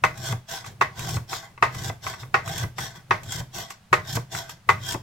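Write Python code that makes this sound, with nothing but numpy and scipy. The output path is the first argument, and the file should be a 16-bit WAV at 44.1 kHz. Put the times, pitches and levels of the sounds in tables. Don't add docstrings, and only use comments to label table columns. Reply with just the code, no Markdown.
import sys
import numpy as np
from scipy import signal
from scipy.fft import rfft, irfft, next_fast_len
from scipy.io import wavfile
from scipy.ndimage import map_coordinates

SR = 44100
rng = np.random.default_rng(int(sys.argv[2]) if len(sys.argv) > 2 else 0)


def pcm_store(signal):
    levels = np.round(np.clip(np.atleast_2d(signal), -1, 1) * 32767)
    wavfile.write(sys.argv[1], SR, levels.astype(np.int16).T)


N = 221778
TIME = np.arange(N) / SR
AGE = np.arange(SR // 2) / SR

# start in seconds, time to top speed in seconds, hiss in dB,
# swell up to top speed in dB, shaft body in dB, drone in dB.
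PUSHES = [(0.176, 0.084, -35.5, 11.5, -34.5, -36), (0.987, 0.15, -35, 6, -34, -29.5),
          (1.75, 0.096, -36, 6.5, -35, -30.5), (2.476, 0.11, -36.5, 3, -35, -32.5),
          (3.232, 0.09, -35, 21.5, -38, -33), (4.086, 0.064, -32, 7, -36, -38.5),
          (4.815, 0.089, -32.5, 13.5, -38, -34.5)]
# start in seconds, hiss in dB, shaft body in dB, drone in dB,
# drone of the coasting whisk in dB.
RETURNS = [(0.495, -33.5, -37, -43.5, -37.5), (1.297, -33.5, -38.5, -39.5, -44.5),
           (2.036, -35, -37, -35, -35.5), (2.785, -33.5, -38, -30, -44.5), (3.546, -33.5, -38, -34, -62),
           (4.323, -33, -35, -33, -45)]
# start in seconds, hiss in dB, shaft body in dB.
CATCHES = [(0.662, -42, -45), (1.438, -53.5, -49), (2.199, -41.5, -50), (2.956, -48, -47),
           (3.704, -43.5, -51.5), (4.498, -39.5, -53.5)]
# start in seconds, level in dB, treble and rebound in dB
# relative to that level, drone in dB.
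CLACKS = [(0.0366, -2, -29, -7, -28), (0.81, -3, -32, -6.5, -33.5), (1.624, -0.5, -34, -17.5, -30),
          (2.341, -2, -35, -11.5, -34), (3.1075, -2.5, -45.5, -37, -30.5),
          (3.9274, -0.5, -28.5, -7.5, -27.5), (4.6886, -2, -28, -6, -27.5)]
# start in seconds, thud, knock and drone in dB.
THUMPS = [(0.326, -16, -16, -22.5), (1.168, -18.5, -16, -26), (1.896, -14, -15, -37.5),
          (2.638, -20.5, -19.5, -22.5), (3.404, -21, -33.5, -30.5), (4.169, -9, -12.5, -19),
          (4.944, -8.5, -17.5, -29.5)]
# start in seconds, knock in dB, bright scuff in dB.
RATTLES = [(0.174, -36.5, -37), (0.643, -22.5, -48), (0.662, -27.5, -37.5), (0.992, -22.5, -28.5),
           (1.09, -35, -28.5), (1.33, -10.5, -45.5), (1.577, -24, -65), (1.746, -21, -37),
           (2.066, -10, -44), (2.138, -17.5, -43.5), (2.232, -22, -55), (2.476, -19.5, -30),
           (2.579, -26, -24), (2.61, -23, -37), (2.783, -8.5, -35), (3.232, -38.5, -36.5),
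           (3.704, -21, -32.5), (4.152, -20, -26.5), (4.349, -12, -32), (4.493, -22.5, -34),
           (4.921, -23, -25.5)]
# frequency in Hz, level in dB, time to fall 60 dB in seconds,
# left microphone minus right in dB.
WHISK_MODES = [(377.6, -11.5, 0.056, -1.5), (426, -21.5, 0.059, -9), (482, -17.5, 0.098, -3),
               (617, -25, 0.25, 1), (687, -22, 0.14, -7.5), (796, -8.5, 0.086, -1.5), (911, -20.5, 0.1, 17),
               (932, -6.5, 0.062, -3.5), (1057, -13, 0.091, -13.5), (1117, -4, 0.066, 7.5),
               (1241, -3.5, 0.066, 0), (1320, -33, 0.038, 10), (1404, -4, 0.038, -4.5),
               (1485, -6.5, 0.034, -12), (1550, -18, 0.12, 5), (1675, -12.5, 0.052, -13),
               (1870, -9.5, 0.088, 7), (2024, -9, 0.091, 2), (2039, -7.5, 0.052, -4),
               (2178, -17.5, 0.077, 15.5), (2216, -0.5, 0.014, 15.5), (2400, -23, 0.15, 2),
               (2554, -10.5, 0.05, -3.5), (2610, -2.5, 0.023, 3.5), (3000, -14.5, 0.019, 13.5),
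               (3590, -27.5, 0.099, 3.5), (3920, -15, 0.023, 5)]
# frequency in Hz, width in Hz, level in dB.
SHAFT_MODES = [(365, 78, -9.5), (669, 24.3, 2.5), (787, 26.6, 3), (960, 46, -2), (1095, 90, -5),
               (1532, 41, 4), (1738, 150, -6.5), (2036, 136, -4.5), (2482, 33, -10)]
ROD_MODES = [(3278, 110, 1), (3390, 48, -3.5), (3675, 22, 3), (3813, 60, -3), (4270, 24, -3.5),
             (5340, 68, 0.5), (5610, 120, -2.5), (6350, 47, -15.5), (6300, 15, -9.5), (7200, 130, -5),
             (7490, 77, -4)]
# frequency in Hz, relative spectral density in dB.
HISS_SPECTRUM = [(300, -16), (900, -34.5), (2300, -10.5), (2950, -3.5), (3450, 4.5), (4000, -0.5),
                 (4700, -1.5), (5500, 2), (6700, -4.5), (7700, -3.5), (9000, -15), (10800, -13.5),
                 (13500, -10), (16000, -20)]
FIZZ_SPECTRUM = [(4000, -34.5), (6500, 8), (9000, -1), (10800, -13.5), (13300, 1), (14800, -9),
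                 (16000, -5.5)]
BLOW_SPECTRUM = [(150, -38), (250, -15.5), (400, -15), (600, -13), (1100, 10.5), (1350, -7), (1700, -22.5),
                 (2080, -5.5), (2600, -5.5), (3050, -17.5), (6000, -19), (10000, -48.5), (16000, -47.5)]
TICK_SPECTRUM = [(800, -16), (2500, 3.5), (4000, -4.5), (7500, 4), (10000, -7.5), (14000, -4), (16000, -22)]
CLATTER_SPECTRUM = [(230, -25.5), (400, -15), (650, -6), (1100, -9.5), (1700, -8), (2050, 1), (2500, -16),
                    (3000, -16.5), (6000, -22.5), (16000, -62.5)]
THUD_SPECTRUM = [(100, -18.5), (230, -8), (290, -3), (420, -4), (600, -4), (1000, -4), (2500, -44.5)]
RUMBLE_SPECTRUM = [(25, -19), (50, -18.5), (75, -10.5), (100, -2), (125, -6.5), (160, -5.5), (200, -17),
                   (245, -23), (340, -22.5), (600, -26.5), (1500, -44)]
AIR_SPECTRUM = [(20, -3.5), (60, -6.5), (130, -5), (200, -0.5), (300, -26), (800, -13.5), (2000, -18),
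                (7000, -26.5), (16000, -36)]
# frequency in Hz, coherence from 0 to 1.
MIC_COHERENCE = [(25, 1), (60, 0.95), (140, 0.96), (280, 0.88), (600, 0.57), (1500, 0.39), (3000, 0.39),
                 (6000, 0.17), (14000, 0.083)]
# frequency in Hz, time to fall 60 dB in seconds.
KITCHEN_DECAY = [(120, 0.26), (500, 0.22), (2000, 0.22), (6000, 0.24), (15000, 0.09)]


def top_stop(rebound_s=0.011):
    out = np.zeros((2, N))
    contact = 1 - np.exp(-(AGE / 0.0015) ** 2)
    for s, db, treble_db, rebound_db, _ in CLACKS:
        crack = amp(-10.5) * burst(BLOW_SPECTRUM, t60=0.039)
        clatter = amp(-20) * burst(CLATTER_SPECTRUM, t60=0.2)
        tick = amp(treble_db) * burst(TICK_SPECTRUM, t60=0.11)
        body = amp(-5.5) * whisk_ring(vary_db=1.2, scatter_rad=0.35, mic_skew_rad=0.42)
        hit = contact * (body + crack + clatter + tick)
        add(out, s, amp(db) * (hit + amp(-12.5) * kitchen_reverb(hit)))
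        add(out, s + rebound_s, amp(db + rebound_db) * contact * burst(BLOW_SPECTRUM, t60=0.03))
    return out


def whisk_ring(vary_db, scatter_rad, mic_skew_rad):
    hz, db, t60, pan_db = np.transpose(WHISK_MODES)[:, :, None]
    level, phase, skew = rng.standard_normal((3, len(WHISK_MODES), 1))
    sign = (-1) ** np.arange(len(WHISK_MODES))[:, None]
    angle = 2 * np.pi * hz * AGE + scatter_rad * phase
    decays = sign * amp(db + vary_db * level) * fade(t60)
    mics = [(decays * amp(side * pan_db / 2) * np.sin(angle + side * mic_skew_rad * skew)).sum(0)
            for side in (1, -1)]
    return np.array(mics) * (1 - np.exp(-AGE / 0.0018))


def spiral_rasp(hiss, body, hiss_db, fizz_db, rod_db, body_db, chatter_db, slips_per_s):
    chatter = amp(chatter_db * wobble(130) + 0.35 * wobble(30))
    force = chatter * travelling_contact(friction(slips_per_s))
    steel = spread(force, lambda hz: amp(along(HISS_SPECTRUM, hz)))
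    rod = spread(force[::-1], lambda hz: resonances(ROD_MODES, hz))
    shaft = spread(force, lambda hz: resonances(SHAFT_MODES, hz))
    speed = np.minimum(hiss / amp(-33.5), 1.2) ** 1.2
    fizz = speed * spread(force * amp(2.5 * wobble(150)), lambda hz: amp(along(FIZZ_SPECTRUM, hz)))
    treble = amp(hiss_db) * steel + amp(fizz_db) * fizz + amp(rod_db) * rod
    return hiss * treble + amp(body_db) * body * shaft


def friction(slips_per_s, spike_db=4.5, rub_gain=0.84):
    slipping = rng.random(N) < slips_per_s / SR
    size = np.minimum(rng.exponential(size=N), 3)
    slips = slipping * amp(spike_db * size) * rng.choice([-1, 1], (2, N))
    return unit(slips) + rub_gain * rng.standard_normal((2, N))


def travelling_contact(force, depth_db=3):
    spectra = signal.stft(force, nperseg=1024)[2]
    patch = np.outer(np.hanning(7), np.hanning(11))
    ripple = signal.fftconvolve(rng.standard_normal(spectra.shape[1:]), patch, "same")
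    return signal.istft(spectra * amp(depth_db * unit(ripple)), nperseg=1024)[1][:, :N]


def push_levels(ease_db_per_s=35, body_swell=0.65, drone_swell=0.35):
    hiss, body, drone = np.zeros((3, N))
    for (s, rise_s, hiss_db, swell_db, body_db, drone_db), (bottom_s, *_) in zip(PUSHES, THUMPS):
        slow_db = swell_db * np.clip(1 - (TIME - s) / rise_s, 0, 1)
        ease_db = ease_db_per_s * np.maximum(TIME - s - rise_s, 0)
        travel_s = bottom_s - s
        hiss += amp(hiss_db - slow_db - ease_db) * envelope(s, 0.16, travel_s, release_s=0.031)
        body += amp(body_db - body_swell * slow_db) * envelope(s, 0.24, travel_s, release_s=0.137)
        drone += amp(drone_db - drone_swell * slow_db) * envelope(s, 0.12, travel_s, release_s=0.34)
    return hiss, body, drone


def return_levels(hold_s=0.065, gather_s=0.028, gather_db=2.5):
    hiss, body = np.zeros((2, N))
    for s, hiss_db, body_db, *_ in RETURNS:
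        slow_db = gather_db * np.clip(1 - (TIME - s) / gather_s, 0, 1)
        hiss += amp(hiss_db - slow_db) * envelope(s, attack_s=0.058, hold_s=hold_s, release_s=0.25)
        body += amp(body_db - 2.4 * slow_db) * envelope(s, attack_s=0.063, hold_s=hold_s, release_s=0.31)
    for s, hiss_db, body_db in CATCHES:
        hiss += amp(hiss_db) * envelope(s, attack_s=0.042, hold_s=0.013, release_s=0.13)
        body += amp(body_db) * envelope(s, attack_s=0.063, hold_s=0.013, release_s=0.18)
    return hiss, body


def bottom_thumps():
    out = np.zeros((2, N))
    for s, thud_db, knock_db, _ in THUMPS:
        thud = amp(thud_db - 12) * burst(THUD_SPECTRUM, t60=0.067) * (1 - np.exp(-AGE / 0.004))
        add(out, s, thud + shaft_knock(knock_db))
    return out


def shaft_rattles():
    out = np.zeros((2, N))
    for s, knock_db, scuff_db in RATTLES:
        scuff = amp(scuff_db) * burst(TICK_SPECTRUM, t60=0.049) * (1 - np.exp(-AGE / 0.0012))
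        add(out, s, shaft_knock(knock_db) + scuff)
    return out


def shaft_knock(db):
    body = whisk_ring(vary_db=2.5, scatter_rad=1.2, mic_skew_rad=0.5) * fade(0.17)
    return amp(db) * (amp(-13.5) * body + amp(-19.5) * burst(BLOW_SPECTRUM, t60=0.06))


def churn(drone_hz=125, waver=0.0238, sag=0.1477, press_s=0.01515, return_lag_s=0.02, coast_s=0.2):
    stirred = push_levels()[2]
    for s, *_, db, coast_db in RETURNS:
        stirred += amp(db) * envelope(s + return_lag_s, attack_s=0.12, hold_s=0.015, release_s=0.37)
        stirred += amp(coast_db) * envelope(s + coast_s, attack_s=0.34, hold_s=0.02, release_s=0.39)
    for s, *_, db in CLACKS:
        stirred += amp(db) * envelope(s, attack_s=0.057, hold_s=0.035, release_s=0.36)
    pressed, drag = np.zeros((2, N))
    for s, *_, db in THUMPS:
        pressed += amp(db) * envelope(s, attack_s=0.12, hold_s=0.004, release_s=0.2)
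        drag += np.exp(-((TIME - s - 0.008) / press_s) ** 2)
    pitch_hz = drone_hz * (1 + waver * wobble(22) - sag * drag)
    drone = np.sin(2 * np.pi * np.cumsum(pitch_hz) / SR) * amp(1.9 * wobble(35))
    rumble = noise(RUMBLE_SPECTRUM, N)
    return (amp(-6.5) * stirred + pressed) * drone + (amp(-5.5) * stirred + amp(-9.5) * pressed) * rumble


def kitchen_reverb(direct, build_s=0.0034):
    hz, t, spectra = signal.stft(rng.standard_normal((2, SR // 2)), SR, nperseg=256)
    decay = 1000 ** (-t / along(KITCHEN_DECAY, hz)[:, None])
    tail = signal.istft(spectra * decay, SR, nperseg=256)[1][:, :len(AGE)]
    tail *= 1 - np.exp(-(AGE / build_s) ** 2)
    tail = spread(tail, np.ones_like) / np.sqrt(len(AGE))
    return signal.fftconvolve(direct, tail, axes=1)[:, :direct.shape[-1]]


def room_tone(hum_hz=120):
    return amp(-57) * noise(AIR_SPECTRUM, N) + amp(-63.5) * np.sin(2 * np.pi * hum_hz * TIME)


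def amp(db):
    return 10 ** (np.asarray(db) / 20)


def unit(x):
    return x / np.sqrt(np.mean(x ** 2) + 1e-20)


def along(points, hz):
    knots_hz, values = np.transpose(points)
    return np.interp(np.log(hz + 1), np.log(knots_hz + 1), values)


def wobble(rate):
    return map_coordinates(rng.standard_normal(int(N * rate / SR) + 4), [TIME * rate])


def filtered(x, response):
    size = x.shape[-1]
    padded = next_fast_len(size + 8192)
    return irfft(rfft(x, padded) * response(np.fft.rfftfreq(padded, 1 / SR)), padded)[..., :size]


def resonances(modes, hz):
    return sum((-1) ** k * amp(db) * 1j * hz * width / (centre ** 2 - hz ** 2 + 1j * hz * width)
               for k, (centre, width, db) in enumerate(modes))


def spread(pair, response):
    def mid_side(hz):
        turn = np.arccos(np.clip(along(MIC_COHERENCE, hz), 0, 1)) / 2
        return response(hz) * np.array([np.cos(turn), np.sin(turn)])
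    mid, side = filtered(pair, mid_side)
    return unit(np.array([mid + side, mid - side]))


def noise(spectrum, size):
    return spread(rng.standard_normal((2, size)), lambda hz: amp(along(spectrum, hz)))


def fade(t60):
    return 1000 ** (-AGE / t60)


def burst(spectrum, t60):
    return noise(spectrum, len(AGE)) * fade(t60)


def envelope(s, attack_s, hold_s, release_s):
    return 1000 ** -(np.maximum(s - TIME, 0) / attack_s + np.maximum(TIME - s - hold_s, 0) / release_s)


def add(track, s, sound):
    start = max(round(s * SR), 0)
    part = sound[..., :N - start]
    track[:, start:start + part.shape[-1]] += part


def scene():
    down = spiral_rasp(*push_levels()[:2], hiss_db=-2, fizz_db=-7, rod_db=-6, body_db=-2.5,
                       chatter_db=1.74, slips_per_s=1200)
    up = spiral_rasp(*return_levels(), hiss_db=-3, fizz_db=-16, rod_db=-10.5, body_db=0.5,
                     chatter_db=1, slips_per_s=2600)
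    near = down + up + shaft_rattles() + bottom_thumps()
    return top_stop() + near + amp(-12) * kitchen_reverb(near) + churn() + room_tone()


def record(dry):
    rounded = dry / (1 + np.abs(dry) ** 6) ** (1 / 6)
    return filtered(rounded, lambda hz: hz < 16000)


dry = scene()
out = record(dry)
pcm_store(out)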